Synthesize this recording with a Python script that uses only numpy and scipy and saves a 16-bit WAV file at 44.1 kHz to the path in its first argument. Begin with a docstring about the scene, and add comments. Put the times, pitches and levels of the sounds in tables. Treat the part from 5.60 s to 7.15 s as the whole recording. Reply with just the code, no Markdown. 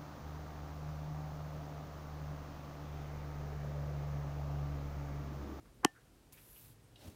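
"""A quiet room, close to a wooden table. A sharp tap shakes the top; something hard rings faintly with it.
A fingertip lands on a leaf and slides it across the wood, and the rubbing makes a soft, high hiss.
Then a cat lunges for the leaf: its fur brushes the table edge and it lands with a dull thump on the sofa.
A low rumble and a faint drone lie under it all."""
import sys
import numpy as np
from scipy import signal
from scipy.fft import rfft, irfft, next_fast_len
from scipy.io import wavfile
from scipy.ndimage import map_coordinates

SR = 44100
rng = np.random.default_rng(int(sys.argv[2]) if len(sys.argv) > 2 else 0)


def int16_out(signal):
    """Quantize to a 16-bit WAV file."""
    q = np.round(np.clip(np.atleast_2d(signal).T, -1, 1) * 32767)
    wavfile.write(sys.argv[1], SR, q.astype(np.int16))


N = 68355

# A "colour" says how strong each pitch is compared with the others. fade_s is the time to drop by 60 dB.
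# The broad pitch ranges in which the table top shakes most easily: pitch_hz, width_hz, gain_db
WOOD_RESONANCES = [(163, 40, 7), (322.5, 79.4, 23.5), (806, 85, 19.5), (1084, 82.5, 19), (1414, 82, 12),
                   (1764, 57, 9.5), (1960, 100, 10), (2550, 196, 8), (3045, 170, 11.5)]
# Colour of the tap's sharp crack: pitch_hz, gain_db
CRACK_COLOUR = [(300, -50), (2900, -34), (3600, -2.5), (4500, 4), (4800, -1.5), (5250, 7), (7200, 2.5),
                (8600, 3.5), (10000, -8), (11700, -2), (13000, -19), (14800, -12), (15800, -35)]
# Colour of the faint swell of noise just before the tap: pitch_hz, gain_db
SWELL_COLOUR = [(80, -35), (200, -1.5), (400, -1), (560, -5), (750, -2.5), (1200, -1), (2000, -7),
                (3100, -37), (4200, -28.5)]
# The tones of a small hard object: pitch_hz, gain_db, fade_s
RING_TONES = [(1787, 0, .165), (2869, -19, .14), (3200, -25, .09), (3871, -25, .11)]
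# The knocks that set it ringing: start_s, level_db, quiet_below_hz
RING_KNOCKS = [(0.2472, -42.5, 500), (1.359, -42, 2600)]

# How loud the sliding leaf is: time_s, level_db
SLIDE_LEVEL = [(0.7, -79), (0.716, -89), (0.722, -70.5), (0.73, -54), (0.744, -66), (0.862, -65.5),
               (0.954, -62.5), (1.058, -62), (1.122, -67), (1.186, -84), (1.2, -79.5)]
# Colour of the leaf's hiss: pitch_hz, gain_db
HISS_COLOUR = [(590, -41), (1000, -5), (1120, -14), (1730, -6.5), (1940, -13), (2620, -8), (5970, -10.5),
               (11700, -3), (16000, -8.5)]
# How the sheen, a bright band in that hiss, swells and fades: time_s, gain_db
SHEEN_SWELL = [(.73, -17.5), (.8, -3), (.93, 4), (1.04, 0.5), (1.12, -15.5)]
# Where the middle of that band lies: time_s, pitch_hz
SHEEN_PITCH = [(.75, 12300), (.9, 11400), (.96, 12100), (1.04, 14200), (1.11, 9900)]

# How loud the cat's brushing fur is: time_s, level_db
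FUR_LEVEL = [(1.33, -100.5), (1.37, -77), (1.41, -66.5), (1.455, -62), (1.485, -62.5), (1.52, -68.5),
             (1.55, -75)]
# Colour of fur on wood: pitch_hz, gain_db
FUR_BRUSH_COLOUR = [(470, -43.5), (800, -6.5), (1190, -19), (1290, -10), (1830, -10.5), (2840, -9.5),
                    (12300, -14), (16000, -15)]
# The cat's weight coming down: peak_s, level_db, rise_s, fade_s, pitch_hz, width_octaves
LANDING_THUMPS = [(1.46, -58.5, 0.043, 0.31, 585, 0.63), (1.462, -51.5, 0.015, 0.23, 216, 0.21),
                  (1.469, -61.5, 0.096, 0.61, 305, 0.26), (1.483, -44.5, 0.018, 0.073, 84, 0.16)]

# Small dry touches on the wood: peak_s, level_db, fade_s
WOOD_TICKS = [(.2497, -34.5, 0.0099), (.2612, -56, 0.008), (.725, -52, 0.004), (0.732, -62, 0.0014)]
# Colour of those ticks: pitch_hz, gain_db
TICK_COLOUR = [(500, -21), (2000, -11.5), (6000, -3.5), (11000, -6), (16000, -19)]
# Soft rubs of hand, leaf and paw: peak_s, level_db, pitch_hz, width_octaves, rise_s, fade_s
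SOFT_RUBS = [(0.054, -68, 1140, 0.44, 0.0054, 0.27), (0.354, -63, 1500, 0.2, 0.0053, 0.32),
             (0.73, -60, 13270, 0.27, 0.0027, 0.18), (0.741, -69, 2320, 0.2, 0.0058, 0.21),
             (0.776, -59, 2130, 0.48, 0.0034, .13), (0.961, -65.5, 2800, 0.19, 0.0024, 0.17),
             (1.245, -76, 8750, .12, 0.018, .12), (1.36, -59.5, 3400, 0.41, .002, 0.044),
             (1.42, -65, 3700, 0.5, 0.033, 0.29)]

# How long the room's echo lasts: pitch_hz, fade_s
ECHO_FADE = [(150, .16), (1000, .14), (3000, 0.11), (12000, 0.19)]
# The echo's strength against the direct sound: pitch_hz, gain_db
ECHO_COLOUR = [(80, -43), (300, -37.5), (700, -20.5), (1200, -33.5), (3000, -21.5), (8000, -35),
               (15000, -36.5)]
# Colour of the room's background noise: pitch_hz, gain_db
BACKGROUND_COLOUR = [(12, -52), (20, -5), (38, 1), (120, -9.5), (146, -3.5), (187, -16.5), (210, -10),
                     (285, -10), (328, -11.5), (590, -16.5), (780, -19.5), (1190, -22.5), (2320, -26.5),
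                     (8890, -32), (16000, -41.5)]
# The rumble's strength, with a brief dip after the tap: time_s, gain_db
RUMBLE_GAIN = [(.27, 6), (.31, -6), (.38, -2), (.5, 2), (1.55, 2.5)]
# How loud the low drone is: time_s, level_db
DRONE_LEVEL = [(0, -71.5), (.85, -76), (1.1, -64), (1.3, -68.5), (1.55, -68.5)]

TAP_S = .24845


def tap():
    """A sharp crack, then waves that bend the table top, treble first and bass last, then a shudder."""
    def crack_and_bend(hz):
        khz = np.maximum(hz, 280) / 1000
        delay_s = .0018 * khz ** -.96  # low bending waves travel more slowly
        phase = -2 * np.pi * np.cumsum(delay_s) * hz[1]  # hz[1] is the step between pitches
        return wood_gain(hz) * np.exp(1j * phase) + amp(at_pitch(CRACK_COLOUR, hz) - 1)
    blow = np.zeros(N)
    blow[round(TAP_S * SR)] = 1
    wood_noise = unit(filtered(rng.standard_normal(N), wood_gain))
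    shudder = amp(-39.5) * burst(TAP_S + .0089, rise_s=.00222, fade_s=.039) * wood_noise
    return filtered(blow, crack_and_bend) + shudder


def wood_gain(hz):
    """How strongly the table top answers at each pitch: one smooth hill for each resonance."""
    return sum(amp(db) * np.exp(-.5 * ((hz - pitch) / width) ** 2) for pitch, width, db in WOOD_RESONANCES)


def swell_before_tap():
    """A faint, dull swell of noise leads into the tap and stops there."""
    length_s, end_db, swell_db, top_hz = .021, -34.5, 24.5, 4000
    progress = (clock() - TAP_S) / length_s  # -1 at the start, 0 at the tap
    gate = np.clip((progress + 1) * 10, 0, 1) * (progress < 0)
    level = gate * amp(end_db + swell_db * np.minimum(progress, 0))
    return filtered(level * noise(SWELL_COLOUR), lambda hz: 1 / (1 + (hz / top_hz) ** 20))


def object_ring():
    """A hard object rings thinly with the tap, and again, higher and fainter, when the cat moves."""
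    sound = np.zeros(N)
    for hz, gain_db, fade_s in RING_TONES:
        for start_s, level_db, quiet_below_hz in RING_KNOCKS:
            level = amp(level_db + gain_db) / (1 + (quiet_below_hz / hz) ** 20)
            tone = np.sin(2 * np.pi * hz * (clock() - start_s))
            sound += level * burst(start_s, .00055, fade_s) * tone
    return sound


def leaf_slide():
    """The leaf rubs over the grain: a fine hiss with a bright band that wanders with the stroke."""
    level = amp(curve(SLIDE_LEVEL) + wobble(400))
    middle_hz, width_octaves = curve(SHEEN_PITCH), .16
    # Narrow bands of noise each grow louder as the middle pitch passes them.
    sheen = sum(band(hz, .05) * np.exp(-.5 * (np.log2(hz / middle_hz) / width_octaves) ** 2)
                for hz in np.geomspace(9000, 16000, 9))
    hiss = amp(-.5) * noise(HISS_COLOUR)
    return level * (hiss + amp(curve(SHEEN_SWELL) - 3) * unit(sheen))


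def cat_lunge():
    """Fur brushes the table edge, then the body lands softly on the sofa."""
    fur = amp(curve(FUR_LEVEL) + 1.6 * wobble(150)) * noise(FUR_BRUSH_COLOUR)
    thumps = sum(amp(db) * burst(peak_s, rise_s, fade_s) * band(hz, octaves)
                 for peak_s, db, rise_s, fade_s, hz, octaves in LANDING_THUMPS)
    return fur + thumps


def light_touches():
    """Hand, leaf and paw make tiny dry ticks and soft rubs, each a burst of noise."""
    tick_level = sum(amp(db) * burst(peak_s, .000089, fade_s) for peak_s, db, fade_s in WOOD_TICKS)
    ticks = tick_level * noise(TICK_COLOUR)
    rubs = sum(amp(db) * burst(peak_s, rise_s, fade_s) * band(hz, octaves)
               for peak_s, db, hz, octaves, rise_s, fade_s in SOFT_RUBS)
    return ticks + rubs


def room_echo(sound):
    """The furnished room gives every sound a short, weak tail."""
    pitches, times, spectrum = signal.stft(rng.standard_normal(SR // 2), SR, nperseg=256)
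    fade = np.exp(-np.log(1000) * times / at_pitch(ECHO_FADE, pitches)[:, None])
    tail = signal.istft(spectrum * fade, SR, nperseg=256)[1]
    echo = signal.fftconvolve(sound, tail / np.linalg.norm(tail))[:N]
    return filtered(echo, lambda hz: amp(at_pitch(ECHO_COLOUR, hz)))


def background():
    """The room's steady hiss, a low rumble that dips briefly, and a faint drone."""
    room_noise = amp(-65) * noise(BACKGROUND_COLOUR)
    rumble = filtered(room_noise, lambda hz: 1 / (1 + (hz / 550) ** 2) ** 2)  # the part below about 550 Hz
    hiss = room_noise - rumble
    drone = amp(curve(DRONE_LEVEL)) * band(hz=112.4, octaves=.1266)
    return hiss + amp(curve(RUMBLE_GAIN)) * rumble + drone


def amp(db):
    """Turn decibels into a number to multiply by."""
    return 10 ** (np.asarray(db) / 20)


def unit(sound):
    """Scale a sound to an average strength (rms) of 1."""
    return sound / np.sqrt(np.mean(sound ** 2) + 1e-20)


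def at_pitch(points, hz):
    """Read between (pitch_hz, value) points, with octaves evenly spaced."""
    pitches, values = np.transpose(points)
    return np.interp(np.log(hz + 1), np.log(pitches + 1), values)


def clock():
    """The time of every sample, in seconds."""
    return np.arange(N) / SR


def curve(points):
    """Join (time_s, value) points with straight lines."""
    return np.interp(clock(), *np.transpose(points))


def wobble(per_second):
    """A smooth curve through this many random values a second."""
    return map_coordinates(rng.standard_normal(int(N * per_second / SR) + 4), [clock() * per_second])


def filtered(sound, response):
    """Change the strength and timing of each pitch as response(hz) says."""
    size = next_fast_len(N + SR // 2)
    return irfft(rfft(sound, size) * response(np.fft.rfftfreq(size, 1 / SR)), size)[:N]


def noise(colour):
    """Noise of strength 1 with the given colour."""
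    return unit(filtered(rng.standard_normal(N), lambda hz: amp(at_pitch(colour, hz))))


def band(hz, octaves):
    """Noise of strength 1 gathered around one pitch."""
    return unit(filtered(rng.standard_normal(N), lambda f: 1 / (1 + (np.log2((f + 1) / hz) / octaves) ** 2)))


def burst(peak_s, rise_s, fade_s):
    """A loudness shape that swells to 1 at peak_s and dies away."""
    age_s = clock() - peak_s
    return np.exp(np.where(age_s < 0, age_s / rise_s, -np.log(1000) * age_s / fade_s))


def scene():
    """All the sounds together in the quiet room, in one channel."""
    direct = tap() + object_ring() + swell_before_tap() + light_touches() + leaf_slide() + cat_lunge()
    return (direct + room_echo(direct) + background())[None]


def record(dry):
    """Take away the deepest bass and the very highest treble."""
    low_hz, top_hz = 44, 15900
    return np.array([filtered(channel, lambda hz: (hz < top_hz) / np.sqrt(1 + (low_hz / (hz + 1)) ** 12))
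                     for channel in dry])


dry = scene()
out = record(dry)
int16_out(out)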